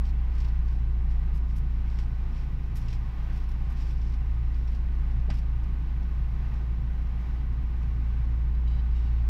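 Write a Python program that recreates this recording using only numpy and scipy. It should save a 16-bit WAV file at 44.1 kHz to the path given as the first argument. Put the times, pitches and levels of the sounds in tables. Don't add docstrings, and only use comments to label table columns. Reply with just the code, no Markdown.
import sys
import numpy as np
from scipy import signal
from scipy.fft import rfft, irfft, next_fast_len
from scipy.io import wavfile
from scipy.ndimage import uniform_filter1d

SR = 44100
rng = np.random.default_rng(int(sys.argv[2]) if len(sys.argv) > 2 else 0)


def inscribe(sig):
    pcm = np.round(np.clip(np.atleast_2d(sig).T, -1, 1) * 32767)
    wavfile.write(sys.argv[1], SR, pcm.astype(np.int16))


N = 409688


def undb(db):
    return 10 ** (np.asarray(db) / 20)


def unit(x):
    return x / np.sqrt(np.mean(x ** 2))


def colour(x, spectrum, bumps=()):
    size = next_fast_len(N)
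    hz = np.maximum(np.arange(size // 2 + 1) * SR / size, .1)
    points_hz, points_db = np.transpose(spectrum)
    shape_db = np.interp(np.log(hz), np.log(points_hz), points_db, left=-90, right=-90)
    for centre_hz, width_hz, bump_db in bumps:
        shape_db += bump_db / (1 + (2 * (hz - centre_hz) / width_hz) ** 2)
    return irfft(rfft(x, size) * unit(undb(shape_db)), size)[:N]


def wander(per_s):
    hold = int(SR / per_s)
    steps = np.repeat(rng.standard_normal(N // hold + 1), hold)
    return unit(uniform_filter1d(uniform_filter1d(steps, hold), hold)[:N])


def sine(hz, drift_hz=0.):
    turns = np.cumsum(hz + drift_hz * wander(2.)) / SR
    return np.sqrt(2) * np.sin(2 * np.pi * (turns + rng.random()))


def add(out, start_s, piece):
    i = int(start_s * SR)
    out[i:i + len(piece)] += piece[:N - i]


# time in seconds, low and high drone in dB rms.
DRONE_LEVELS = [(0.0, -29.5, -25.5), (1.25, -27.5, -26.0), (1.7, -30, -27), (2.3, -30.5, -30.5),
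                (3.1, -31.0, -31.5), (4.1, -31, -27), (5.2, -29, -26.5), (5.9, -31.5, -28), (7.5, -34, -28),
                (8.5, -33.5, -24.5), (9.29, -33, -23.5)]
# frequency in Hz, level in dB, waver in dB.
MACHINE_TONES = [(31.22, -50, 2), (114.05, -47, 1.5), (114.85, -49.5, 1.5), (116.6, -54, 2),
                 (174.9, -57, 2), (229.7, -61, 3), (344.3, -74, 3), (360.0, -73, 2), (1003.1, -76, 2),
                 (1004.25, -75, 2)]


def motors(low_hz=29.52, high_hz=58.32):
    t = np.arange(N) / SR
    times, low_db, high_db = np.transpose(DRONE_LEVELS)
    weak = sum(undb(db + waver_db * wander(1.6)) * sine(hz, drift_hz=0.083)
               for hz, db, waver_db in MACHINE_TONES)
    low = undb(np.interp(t, times, low_db)) * sine(low_hz)
    high = undb(np.interp(t, times, high_db)) * sine(high_hz)
    return low + high + weak


# frequency in Hz, relative level in dB.
SWAY_SPECTRUM = [(3, -25), (7, -2), (20, 0), (40, -5), (50, -4), (62, -9)]
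RUMBLE_SPECTRUM = [(76, -4), (95, -13.5), (135, -5), (175, -13), (210, -19.5), (300, -24), (420, -32),
                   (600, -40.5)]


def car_body(level_db=-36):
    gain = undb(level_db + .5 * wander(0.74))
    return gain * colour(rng.standard_normal(N), SWAY_SPECTRUM + RUMBLE_SPECTRUM)


# frequency in Hz, relative level in dB.
AIR_SPECTRUM = [(300, -11.5), (600, -8), (760, 0), (1000, -3), (1300, -5.5), (2000, -7), (2600, -10.5),
                (3500, -17.5), (4500, -21.5), (5600, -24), (7000, -32), (10000, -39.5), (11700, -35),
                (13500, -36.5), (16000, -36.5)]
# centre in Hz, width in Hz, gain in dB.
DUCT_RESONANCES = [(1113, 68, 8.5), (1133.5, 30, -14), (1224, 41, 5), (1362, 56, -10.5), (1517, 150, 3.5),
                   (1648, 100, -4.5), (1930, 62, 1.5)]


def duct_air(level_db=-55):
    gain = undb(level_db + 0.3 * wander(2.3) + 0.72 * wander(7.7))
    return gain * colour(rng.standard_normal(N), AIR_SPECTRUM, DUCT_RESONANCES)


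# start in seconds, level in dB, contact in seconds.
KNOCK_BLOWS = [(5.282, -23.5, 0.0037), (5.301, -35, .0002), (5.311, -26, .003)]
# frequency in Hz, relative level in dB, seconds to fall 60 dB.
PANEL_MODES = [(162, -2, .07), (273, -6, 0.032), (630, -5, .07), (980, -9, 0.036), (1270, -10, 0.054),
               (1770, -13, .05), (2530, -19, .05), (4800, -10, .07)]
# start and length in seconds, level in dB, first and last pitch in Hz.
CONTACT_SQUEEZE = (5.286, .023, -45, 520, 1050)
# frequency in Hz, relative level in dB.
ECHO_SPECTRUM = [(400, -20), (800, -1), (1500, -0.5), (2600, -3), (4000, -15), (6000, -25)]


def knock(echo_db=-43.5, echo_t60_s=0.16):
    t = np.arange(SR // 4) / SR
    ring = sum(undb(db - 60 * t / t60) * np.sin(2 * np.pi * hz * t) for hz, db, t60 in PANEL_MODES)
    direct, echo_envelope = np.zeros(N), np.zeros(N)
    for start, db, contact_s in KNOCK_BLOWS:
        blow = np.convolve(ring, np.hanning(int(contact_s * SR) + 3))
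        add(direct, start, undb(db) * blow / np.max(np.abs(blow)))
    start, length, db, from_hz, to_hz = CONTACT_SQUEEZE
    size = int(length * SR)
    sweep = np.sin(2 * np.pi * np.cumsum(np.geomspace(from_hz, to_hz, size)) / SR)
    add(direct, start, undb(db) * np.sqrt(2 * np.hanning(size)) * sweep)
    roughness = 1 + 0.23 * wander(900.)
    hard_blow_s = KNOCK_BLOWS[1][0]
    add(echo_envelope, hard_blow_s, (1 - np.exp(-t / 0.0027)) * undb(-60 * t / echo_t60_s))
    echo = colour(echo_envelope * rng.standard_normal(N), ECHO_SPECTRUM)
    return direct * roughness + undb(echo_db) * echo


# frequency in Hz, relative level in dB.
BODY_SPECTRUM = [(1200, -12), (2500, 1.5), (4000, -3.5), (5000, -1), (5550, 0), (6200, -10.5),
                 (8000, -14.5), (9500, -26), (12000, -45)]
SHEEN_SPECTRUM = [(4000, -25), (5500, -2), (7500, -3), (9500, -5), (11600, 0), (13000, -5), (14200, -9),
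                  (16000, -8)]


def close_noise(body, sheen):
    dull = colour(body * rng.standard_normal(N), BODY_SPECTRUM)
    bright = colour(sheen * rng.standard_normal(N), SHEEN_SPECTRUM)
    return dull + bright


# start and length in seconds, level in dB, relative sheen in dB.
RUSTLE_SWELLS = [(0.029, 0.091, -60, -15), (0.296, 0.22, -66, -17), (0.662, .16, -71.5, -19),
                 (1.07, 0.1, -71.5, -22), (1.331, .06, -66, -3), (1.47, .07, -67, -20),
                 (1.553, .045, -68.5, 1), (1.865, 0.17, -67.5, -22), (1.984, 0.06, -64, -20),
                 (2.288, 0.19, -66, -20), (2.747, 0.064, -62, -5), (2.797, 0.087, -66.5, -12),
                 (2.868, 0.1, -59.5, -22), (3.305, .17, -67, -12), (3.695, .05, -69.5, -4),
                 (3.745, .12, -61, -18), (3.839, 0.11, -61.5, -16), (3.925, 0.25, -65.5, -24),
                 (4.482, .18, -70, -19), (4.661, .14, -66, -16), (5.321, .1, -64.5, -13),
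                 (8.854, 0.28, -68, -23)]


def cloth_rustle(slips_per_s=120, slip_decay_s=.004):
    body, sheen = np.zeros(N), np.zeros(N)
    long_faint_swell = (0, 5.8, -75, -16.5)
    for start, length, db, sheen_db in [long_faint_swell] + RUSTLE_SWELLS:
        swell = np.sqrt(np.hanning(int(length * SR)))
        add(body, start, undb(db) * swell)
        add(sheen, start, undb(db + sheen_db) * swell)
    slips = (rng.random(N) < slips_per_s / SR) * undb(rng.exponential(size=N))
    crackle = signal.lfilter([1], [1, -np.exp(-1 / (slip_decay_s * SR))], slips)
    grain = unit(1.6 + crackle)
    return close_noise(body * grain, sheen * grain)


# start in
# seconds, level in dB, relative sheen in dB.
SMALL_TICKS = [(0.0533, -56, -21), (0.3516, -58, -22), (0.3805, -56, -15), (0.403, -50, -22),
               (0.4459, -56, -26), (0.4833, -61, -22), (0.6794, -59.5, -18.5), (1.1094, -61, -22),
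               (1.5623, -58, -6.5), (1.8995, -58.5, -25), (1.9875, -49.5, -21), (2.7563, -54, -3),
               (2.7683, -61, 5.5), (2.814, -60.5, -24), (2.8834, -51.5, -31), (2.928, -48.5, -18),
               (3.3294, -64, -10), (3.4892, -57.5, -9), (3.5138, -61, -8), (3.704, -63, -10),
               (4.0998, -59.5, -21), (4.138, -56, -23), (4.675, -56.5, -26), (4.7464, -60, -15),
               (5.1096, -63, -16), (5.3016, -44.5, -24), (5.3394, -61, -6.5), (5.3844, -56.5, -14),
               (5.6388, -60.5, -18), (6.029, -64.5, -20), (6.539, -60.5, -18), (7.2092, -67, -19),
               (7.83, -61.5, -19)]


def ticks(burst_t60_s=0.036, tail_t60_s=0.21, faint_per_s=2.1, faint_db=-70, faint_sheen_db=-19):
    body, sheen = np.zeros(N), np.zeros(N)
    for start, db, sheen_db in SMALL_TICKS:
        add(body, start, undb([db]))
        add(sheen, start, undb([db + sheen_db]))
    faint = (rng.random(N) < faint_per_s / SR) * undb(faint_db + 1.5 * rng.standard_normal(N))
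    body += faint
    sheen += undb(faint_sheen_db) * faint
    t = np.arange(SR // 4) / SR
    attack = 1 - np.exp(-t / .0005)
    cabin_tail = undb(-11 - 60 * t / tail_t60_s)
    envelope = attack * (undb(-60 * t / burst_t60_s) + cabin_tail)
    return close_noise(signal.oaconvolve(body, envelope)[:N], signal.oaconvolve(sheen, envelope)[:N])


# start and length in seconds, level in dB, extra grip at first in dB, pitch factor.
SCRAPE_STROKES = [(8.548, .015, -70, 6, 1.0), (8.675, .135, -64, 11, 1.005), (8.95, .14, -67, 0, .955),
                  (9.12, .08, -70, 0, .95)]
# resonance in Hz, width in Hz, gain in dB.
METAL_MODES = [(3010, 360, 26), (3890, 360, 23), (4720, 400, 18)]


def metal_scrape(grip_ease_s=.012, edge_s=.003):
    out = np.zeros(N)
    for start, length, db, grip_db, pitch in SCRAPE_STROKES:
        t = np.arange(int(length * SR)) / SR
        soft_ends = np.clip(np.minimum(t, length - t) / edge_s, 0, 1)
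        drag = np.zeros(N)
        add(drag, start, undb(db + grip_db * np.exp(-t / grip_ease_s)) * soft_ends)
        modes = [(hz * pitch, width_hz, gain_db) for hz, width_hz, gain_db in METAL_MODES]
        out += colour(drag * rng.standard_normal(N), [(1500, -40), (8000, -40)], modes)
    unevenness = unit(undb(1.5 * wander(150.) + 1.2 * wander(25.)))
    return out * unevenness


# multiple of the output frequency, level in dB rms.
WHINE_HARMONICS = [(59, -93), (60, -89), (61, -88), (62, -91), (63, -85), (64, -89), (120, -102),
                   (166, -106), (179, -103), (180, -100), (181, -100), (189, -93), (190, -91), (192, -105),
                   (221, -104), (222, -104), (225, -106), (240, -103), (241, -101), (242, -104)]


def inverter(output_hz=63.016):
    turns = output_hz * np.cumsum(1 + 3e-5 * wander(3.)) / SR
    return sum(undb(db) * np.sqrt(2) * np.sin(2 * np.pi * (multiple * turns + rng.random()))
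               for multiple, db in WHINE_HARMONICS)


def scene():
    steady = motors() + inverter() + car_body() + duct_air()
    nearby = cloth_rustle() + ticks() + knock() + metal_scrape()
    return (steady + nearby)[None, :]


def record(dry):
    return signal.sosfilt(signal.ellip(12, .2, 80, 15720, fs=SR, output="sos"), dry)


dry = scene()
out = record(dry)
inscribe(out)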